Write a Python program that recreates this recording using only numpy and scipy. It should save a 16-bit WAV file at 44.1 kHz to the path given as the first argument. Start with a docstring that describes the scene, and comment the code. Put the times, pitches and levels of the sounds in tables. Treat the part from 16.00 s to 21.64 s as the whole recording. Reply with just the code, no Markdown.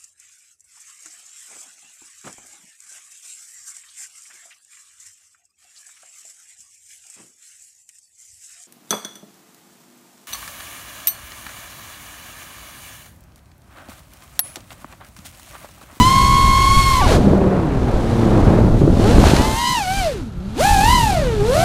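"""The propellers of a small racing drone, heard by the camera strapped to it. Each radiates harmonics of
its blade rate: two in front whine and beat against each other, a rear one sings faintly below them.
The throttle is cut for a flip and a dive, then the motors are punched down and up. Turbulent air adds
rumble, buffeting, slaps, crackles and hiss, and the loudest gusts overload the recorder."""
import sys
import numpy as np
from scipy import signal
from scipy.io import wavfile
from scipy.ndimage import uniform_filter1d

SR = 44100
rng = np.random.default_rng(int(sys.argv[2]) if len(sys.argv) > 2 else 0)


def log_audio(samples):
    """Write samples as a 16-bit WAV file to the path given in sys.argv[1]."""
    # one column per channel
    frames = np.atleast_2d(samples).T
    # limit to full scale, then quantise
    limited = np.clip(frames, -1, 1)
    pcm = np.round(limited * 32767).astype(np.int16)
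    wavfile.write(sys.argv[1], SR, pcm)


N = 248900
STEP = 64  # samples between control values

# Shapes of the noise spectra: (frequency [Hz], relative spectral density [dB])
FLOOR_SPECTRUM = [(290, -31), (500, -29), (863, 3), (982, -8), (1310, 24), (2360, -25), (3190, -17),
                  (5430, -62), (7560, -37), (8980, -61), (11000, 3), (14600, -25), (15500, -51)]
RUMBLE_SPECTRUM = [(12, -15), (25, -0.5), (45, 3.5), (70, -1.5), (110, -1.5), (200, -13.5), (330, -25),
                   (600, -53), (1200, -80)]
BUFFET_SPECTRUM = [(30, -20), (80, 0), (150, 0.5), (300, -7), (600, -13.5), (1200, -26.5), (2500, -43.5),
                   (6000, -70)]
HISS_SPECTRUM = [(200, -7), (600, -0.5), (1200, -4.5), (1500, -1.5), (1800, -5), (2500, -2.5), (4200, 1.5),
                 (5000, -2), (6500, -1), (8500, -3), (11000, -5), (13000, -10.5), (15500, -12.5)]
DOWNWASH_SPECTRUM = [(90, -20), (150, 3), (230, 2), (320, -8), (420, -10.5), (700, -46)]
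# Strength of the wind: (time [s], rumble [dB], buffeting [dB], turbulent hiss [dB])
WIND_LEVELS = [(0, -18, -22.5, -30.5), (.6, -17.5, -26.5, -30.5), (.85, -20, -35, -29.5),
               (1.04, -15, -22, -30), (1.07, -15, -20, -22.5), (1.15, -14.5, -15, -21),
               (1.19, -20, -14, -32.5), (1.42, -30, -12.5, -41), (1.68, -29, -19, -41.5),
               (1.9, -22.5, -19.5, -38), (2.1, -21, -19, -35), (2.2, -23, -17, -34.5),
               (2.34, -20, -15, -36), (2.5, -26, -11.5, -37.5), (2.75, -16, -14, -44), (2.8, -14, -18, -37),
               (2.84, -18.5, -13.5, -45), (2.95, -10.5, -16.5, -38), (3.03, -18, -12.5, -28),
               (3.1, -16, -12.5, -24.5), (3.2, -13, -11, -29), (3.27, -13.5, -15.5, -18.5),
               (3.36, -14.5, -16, -24.5), (3.53, -25, -23.5, -34), (3.69, -35, -52, -45),
               (3.95, -23, -38, -54), (4.06, -27, -39, -35), (4.19, -28, -37, -43.5), (4.3, -37, -40, -68),
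               (4.52, -31, -40, -52), (4.67, -25.5, -27.5, -39), (4.86, -15.5, -22.5, -50),
               (5.17, -21, -26.5, -31), (5.34, -18.5, -25.5, -35.5), (5.64, -21, -21, -35)]
# Low gusts that swell the rumble: (time [s], gain [dB])
RUMBLE_GUSTS = [(0, 7.5), (0.352, 1.5), (.71, 8.5), (.77, 11), (1.38, 8), (1.96, 11), (2.092, 1), (2.46, 6),
                (2.84, 4), (3.17, 5), (4.04, 4.5), (4.38, 14), (4.48, 9), (4.619, 6), (4.729, 7),
                (4.86, 1.5), (5.2, 6), (5.42, 2.5), (5.52, -5)]
# Brightness of the buffeting: (time [s], tilt [dB/octave])
BUFFET_BRIGHTNESS = [(0, -4.5), (.7, -3.5), (1.05, 1.5), (1.3, .5), (1.7, 2.5), (2.2, 2.5), (2.6, 1),
                     (2.9, -1), (3.2, 1.5), (3.52, 4), (3.7, -5), (5.64, -0.5)]
# Single gusts striking the microphone: (time [s], envelope peak [dB], frequency [Hz])
GUST_SLAPS = [(1.124, -4.5, 458), (1.252, -14, 275), (1.333, 0.5, 334), (1.419, -4, 368), (1.464, -3, 250),
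              (2.194, -9, 348), (2.276, -13, 439), (2.387, -15, 315.2), (2.588, -2.5, 464.4),
              (2.692, -13, 257), (2.817, 2, 269), (2.878, 0, 341), (2.93, -6.5, 343.7), (2.996, 0, 267),
              (3.088, -8, 262.8), (3.182, 6.5, 265.4), (3.23, -2, 249), (3.24, 0, 826), (3.267, -2.5, 293),
              (3.335, 6, 294), (3.396, -6, 248.8), (3.409, -5.5, 249.8), (3.454, -9, 876)]
# Bright bursts in the turbulence: (time [s], approximate peak [dB], duration [s])
CRACKLE_BURSTS = [(3.27, -14, 0.0084), (3.305, -9, 0.0048), (3.364, -0.5, 0.0053), (3.418, -12, 0.0063),
                  (3.4435, -20, 0.0081)]
# Response of the camera housing to the blade harmonics: (frequency [Hz], gain [dB])
HOUSING_RESPONSE = [(150, -2), (400, 0), (800, -0.5), (1100, -0.5), (1600, 0), (2200, 0), (2900, 2),
                    (3400, -4.5), (3900, 0.5), (4400, 4), (5000, 1.5), (6500, -0.5), (8000, -4)]
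# Speed of the rear propeller: (time [s], blade rate over the front mean [ratio])
REAR_SPEED_RATIO = [(0, .76), (.5, .773), (.95, .862), (3.6, .8), (3.7, .83), (4.65, .81), (4.77, .77),
                    (4.95, .822), (5.1, .8), (5.35, .82), (5.65, .79)]
# Throttle of front propellers A and B: (time [s], blade rate [Hz], base tone level [dB])
THROTTLE_A = [(0, 983, -11.5), (.13, 1072, -14), (.35, 1088, -14.5), (.5, 1081, -14.5), (.64, 1088, -15),
              (.78, 1097, -14.5), (.88, 1095, -26), (.94, 1106, -20), (.98, 1087, -23.5),
              (1.035, 1170, -19), (1.085, 719.4, -24), (1.12, 461, -15), (1.2, 266.2, -30),
              (1.25, 200, -12), (1.55, 187.4, -20.5), (1.65, 159, -22.5), (1.75, 133.7, -24),
              (2.0, 114.1, -23.5), (2.15, 116, -19), (2.45, 100.9, -18.5), (2.6, 111.3, -17.5),
              (2.75, 113, -21.5), (2.88, 162, -12), (2.95, 228, -33), (3.05, 399.5, -19), (3.15, 547, -27),
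              (3.25, 822, -36), (3.42, 989, -27.5), (3.48, 1042, -32), (3.54, 1053, -33.5),
              (3.6, 1055, -28), (3.66, 1033, -24), (3.72, 1041, -24.5), (3.78, 916.4, -19),
              (3.86, 734, -25.5), (3.97, 792.5, -25.5), (4.07, 641, -17.5), (4.17, 382.8, -35),
              (4.25, 235, -32.5), (4.38, 174.4, -31.5), (4.46, 197.8, -26.5), (4.55, 227, -32),
              (4.62, 719.5, -23.5), (4.66, 840.4, -19), (4.71, 884.5, -21), (4.78, 816, -20.5),
              (4.94, 1025, -16), (5.05, 906, -21.5), (5.2, 640.5, -25), (5.27, 507.2, -26),
              (5.34, 444.6, -34), (5.41, 405, -19), (5.47, 460, -20), (5.53, 551.8, -16),
              (5.58, 714, -19.5), (5.65, 790, -22.5)]
THROTTLE_B = [(0, 998, -29), (.06, 1037, -19), (.22, 1022, -17), (.35, 1019, -19), (.5, 1026, -20),
              (.64, 1050, -18.5), (.78, 1088, -21), (.88, 1078, -13.5), (.94, 1050, -14.5),
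              (.97, 1021, -14.5), (.995, 1020, -15.5), (1.035, 724, -16.5), (1.085, 754, -28),
              (1.12, 819, -26), (1.16, 659, -21), (1.25, 187, -33), (3.1, 475, -67), (3.25, 761, -25),
              (3.35, 798, -36), (3.42, 868.6, -23), (3.54, 881, -24), (3.6, 954, -20), (3.66, 973, -20),
              (3.72, 989, -19), (3.81, 809, -31), (3.86, 718.5, -28.5), (3.91, 759, -25.5),
              (3.97, 782, -42), (4.17, 378.2, -34), (4.38, 174.2, -44), (4.55, 223.1, -36),
              (4.59, 437, -15), (4.62, 669, -12), (4.66, 800, -13), (4.71, 823, -13), (4.78, 773.6, -14.5),
              (4.94, 983.5, -13), (5.05, 875, -16), (5.2, 599.5, -21), (5.27, 493, -20.5),
              (5.34, 438, -17.5), (5.41, 404.4, -33), (5.47, 440.3, -23), (5.53, 517, -26.5),
              (5.58, 629, -14), (5.65, 728, -14)]
# Front harmonics, one row each from the fundamental up: (gain of A [dB], gain of B [dB])
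FRONT_HARMONICS = [(0, -2), (-12, -13.5), (-13.5, -20), (-20.5, -25), (-28, -31), (-28, -37),
                   (-31.5, -34.5), (-31, -37)]
# Front timbre; lift raises all overtones, bite tilts those above the second harmonic:
# (time [s], lift of A [dB], lift of B [dB], bite [dB/octave], blade hiss at a 1000 Hz blade rate [dB])
FRONT_TIMBRE = [(0, -4, 0, 6.5, -26), (.25, -4.5, -6, 4.5, -29.5), (.5, -1, -6, 0.5, -29),
                (.64, -1, -1.5, 1.5, -29), (.8, -1.5, 5.5, 3, -27.5), (.97, 0, -3.5, -0.5, -27.5),
                (1.04, -6, 0, 0, -35.5), (1.12, -3, 5, -3, -26.5), (1.25, -5, -9, -10, -39),
                (1.45, 8, -3, -13.5, -35), (2.4, 10, -4, 2, -24), (2.9, 7, 0, -15, -29.5),
                (3.15, 2.5, -3, -4, -26), (3.25, 7, 5, -2, -26.5), (3.38, 5, 0, -11, -27.5),
                (3.48, 6.5, -4, -1, -30), (3.68, 3.5, 4, 6, -30), (3.85, -3.5, 2, 5.5, -28),
                (4.0, 5, 11, 2, -26), (4.07, -18, 0, 11, -26.5), (4.2, -11, -1, 2, -28.5),
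                (4.53, -8, 2, -14, -24), (4.63, 7.5, -7, -9, -21.5), (4.78, 4, -11, -3.5, -22.5),
                (4.95, 1.5, -1.5, 3.5, -26.5), (5.1, -0.5, -14, 1, -25.5), (5.3, -3.5, -4.5, 6, -30),
                (5.5, -3, -2, -7, -22), (5.65, 4, -5, -1, -22.5)]
# Further tilt of propeller B: (time [s], bite [dB/octave])
EXTRA_BITE_B = [(0, -2), (.7, -1.5), (.95, 3), (1.04, 6), (1.15, 2), (3.5, 4), (3.75, 0), (4.5, 4),
                (4.7, 13), (4.95, 3.5), (5.15, 2), (5.65, -3)]


def gain_of(db):
    """Amplitude ratio of a level in decibels."""
    return 10 ** (np.asarray(db) / 20)


def unit_rms(x):
    """The signal normalised to unit mean power."""
    return x / np.sqrt(np.mean(x ** 2) + 1e-20)


def curves(rows, t):
    """Linear interpolation of a table's columns at the times t."""
    times, *columns = np.transpose(rows)
    return [np.interp(t, times, column) for column in columns]


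def per_sample(control):
    return np.interp(np.arange(N) / STEP, np.arange(len(control)), control)


def drift(rate_hz):
    """Slow random fluctuation: low-passed noise of unit rms at the control rate."""
    lowpass = signal.butter(2, rate_hz, fs=SR / STEP)
    return unit_rms(signal.lfilter(*lowpass, rng.standard_normal(N // STEP + 2)))


def throttle(rows, t):
    """Blade rate [Hz] on a monotone cubic in log frequency, and tone level [dB] in straight lines."""
    times, hz, db = np.transpose(rows)
    gaps, pitch = np.diff(times), np.log(hz)
    chord = np.diff(pitch) / gaps
    before, after = np.append(chord[0], chord), np.append(chord, chord[-1])
    slope = np.where(before * after > 0, 2 * before * after / (before + after + 1e-12), 0)
    k = np.clip(np.searchsorted(times, t) - 1, 0, len(gaps) - 1)
    u = np.clip((t - times[k]) / gaps[k], 0, 1)
    ease = u * u * (3 - 2 * u)
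    bend = gaps[k] * u * (1 - u) * ((1 - u) * slope[k] - u * slope[k + 1])
    return np.exp(pitch[k] + ease * chord[k] * gaps[k] + bend), np.interp(t, times, db)


def speed_octaves(t):
    """Blade rate of the faster front propeller, in octaves above 1000 Hz."""
    return np.log2(np.maximum(throttle(THROTTLE_A, t)[0], throttle(THROTTLE_B, t)[0]) / 1000)


def shaped_noise(spectrum, size, patchy_db, flicker_db, tilt_db=(0,), pivot_hz=1000):
    """Gaussian noise modulated by spectral patches, broadband flicker and a tilt in dB per octave."""
    hop = size // 4
    frames, hz = N // hop + 5, np.fft.rfftfreq(size, 1 / SR)
    real, imag, patches = rng.standard_normal((frames, len(hz), 3)).T
    patches = unit_rms(uniform_filter1d(uniform_filter1d(patches, size=6, axis=0), size=8, axis=1))
    flicker = unit_rms(uniform_filter1d(rng.standard_normal(frames), size=3))
    points_hz, points_db = np.transpose(spectrum)
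    colour_db = np.interp(np.log(hz + 1), np.log(points_hz), points_db, left=-60, right=-120)[:, None]
    untilted = (real + 1j * imag) * gain_of(colour_db + patchy_db * patches + flicker_db * flicker)
    octaves = np.log2(np.maximum(hz[:, None] / pivot_hz, .3))
    frame_tilt_db = np.take(tilt_db, np.arange(frames) * hop // STEP, mode="clip")
    tilted = untilted * gain_of(octaves * frame_tilt_db)
    sound = signal.istft(tilted, nperseg=size, noverlap=size - hop)[1][:N]
    return unit_rms(sound) * np.linalg.norm(tilted) / np.linalg.norm(untilted)


def noise_floor():
    """Stationary background noise of the microphone and housing."""
    return gain_of(-53.5) * shaped_noise(FLOOR_SPECTRUM, size=512, patchy_db=1.5, flicker_db=1)


def wind(t, gust_half_width_s=0.023):
    """Pressure fluctuations of eddies at the microphone: a gusty low rumble and lumpy buffeting."""
    rumble_db, buffet_db, _ = curves(WIND_LEVELS, t)
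    rumble_db += sum(db * np.exp(-((t - s) / gust_half_width_s) ** 2) for s, db in RUMBLE_GUSTS)
    rumble = shaped_noise(RUMBLE_SPECTRUM, size=2048, patchy_db=-2.37, flicker_db=0.56)
    buffet = shaped_noise(BUFFET_SPECTRUM, size=512, patchy_db=0.9, flicker_db=1.5,
                          tilt_db=curves(BUFFET_BRIGHTNESS, t)[0], pivot_hz=230)
    return per_sample(gain_of(rumble_db)) * rumble + per_sample(gain_of(buffet_db)) * buffet


def slaps(cycles=1.38):
    """Transient forcing: a gust pushes the microphone membrane through a swing or two."""
    out = np.zeros(N)
    for start_s, db, hz in GUST_SLAPS:
        phase = np.arange(0, cycles, hz / SR)
        envelope = np.sin(np.pi * (phase / cycles) ** 0.47)  # sudden start
        out[round(start_s * SR):][:len(phase)] += gain_of(db) * envelope * np.sin(2 * np.pi * phase)
    return out


def crackles(crest_factor=5.9):
    """Intermittent turbulence: bursts of bright noise that swell and die within milliseconds."""
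    bandpass = signal.butter(2, [1200, 5000], "band", fs=SR)
    fizz = unit_rms(signal.lfilter(*bandpass, rng.standard_normal(N)))
    envelope = np.zeros(N)
    for start_s, db, length_s in CRACKLE_BURSTS:
        u = np.arange(0, 1, 1 / (length_s * SR))
        envelope[round(start_s * SR):][:len(u)] += gain_of(db) * np.sin(np.pi * u ** 0.78)
    return envelope * fizz / crest_factor


def hiss_and_downwash(t, rise_db_per_octave=9, spool_octaves_per_s=22):
    """Incoherent blade and eddy noise add in power; the downwash over the camera follows their sum."""
    speed = speed_octaves(t)
    acceleration = np.maximum(np.gradient(speed, t), 0)
    spool_db = 6.5 * np.tanh(acceleration / spool_octaves_per_s)  # accelerating blades hiss harder
    blade_power = gain_of(curves(FRONT_TIMBRE, t)[3] + rise_db_per_octave * speed + spool_db) ** 2
    eddy_power = gain_of(curves(WIND_LEVELS, t)[2]) ** 2
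    power = blade_power + eddy_power
    blade_tilt_db, eddy_tilt_db = 0.2 + 2.8 * speed, -5.5  # per octave of frequency
    tilt_db = (blade_power * blade_tilt_db + eddy_power * eddy_tilt_db) / power
    hiss = shaped_noise(HISS_SPECTRUM, size=256, patchy_db=-0.07, flicker_db=1,
                        tilt_db=tilt_db, pivot_hz=2700)
    downwash = shaped_noise(DOWNWASH_SPECTRUM, size=1024, patchy_db=4.3, flicker_db=0.6)
    return per_sample(np.sqrt(power)) * (hiss + gain_of(-3) * downwash)


def propeller(blade_hz, tone_db, harmonics_db, lift_db=0, bite_db=0):
    """Periodic passage of three blades radiates a harmonic series; unsteady inflow makes it waver."""
    inertia_steps = SR // STEP // 100  # rotor inertia rounds off speed changes
    blade_hz = uniform_filter1d(uniform_filter1d(blade_hz, inertia_steps), inertia_steps)
    blade_phase = 2 * np.pi * np.cumsum(per_sample(blade_hz)) / SR + per_sample(.035 * drift(rate_hz=40))
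    shaft_phase = blade_phase / 3
    fourth_shaft_order = gain_of(-31.5) * np.cos(4 * shaft_phase)
    unbalance = gain_of(-27.5) * (np.cos(shaft_phase) + np.cos(2 * shaft_phase) / 2)
    out = per_sample(gain_of(tone_db)) * (fourth_shaft_order + unbalance)
    housing_hz, housing_db = np.transpose(HOUSING_RESPONSE)
    for order, db in enumerate(harmonics_db, 1):
        waver_db = (1 + order / 5) * drift(rate_hz=20)
        timbre_db = lift_db * (order >= 2) + bite_db * max(np.log2(order / 2), 0)
        colour_db = np.interp(np.log(order * blade_hz), np.log(housing_hz), housing_db)
        amplitude = gain_of(tone_db + db + timbre_db + colour_db + waver_db)
        out -= per_sample(amplitude) * np.cos(order * blade_phase)
    return np.sqrt(2) * out


def drone(t):
    """Two front propellers beat at the difference of their blade rates, over a faint, slower rear one."""
    a_hz, a_db = throttle(THROTTLE_A, t)
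    b_hz, b_db = throttle(THROTTLE_B, t)
    a_lift_db, b_lift_db, bite_db, _ = curves(FRONT_TIMBRE, t)
    a_harmonics_db, b_harmonics_db = np.transpose(FRONT_HARMONICS)
    front_a = propeller(a_hz, a_db, a_harmonics_db, a_lift_db, bite_db)
    front_b = propeller(b_hz, b_db, b_harmonics_db, b_lift_db, bite_db + curves(EXTRA_BITE_B, t)[0])
    rear_hz = curves(REAR_SPEED_RATIO, t)[0] * (a_hz + b_hz) / 2
    rear_db = -40 + 9 * speed_octaves(t)
    return front_a + front_b + propeller(rear_hz, rear_db, harmonics_db=[0, -9])


def scene():
    """Superposition in open air at one microphone on the airframe."""
    t = np.arange(N // STEP + 2) * STEP / SR
    return (drone(t) + wind(t) + hiss_and_downwash(t) + noise_floor() + slaps() + crackles())[None]


def record(dry):
    """Soft saturation near full scale, followed by the recorder's band limit."""
    ceiling, knee, cutoff_hz = .95, 10, 15290
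    saturated = dry / (1 + abs(dry / ceiling) ** knee) ** (1 / knee)
    lowpass = signal.firwin(1023, cutoff_hz, window=("kaiser", 9), fs=SR)
    return signal.oaconvolve(saturated, lowpass[None], "same")


dry = scene()
out = record(dry)
log_audio(out)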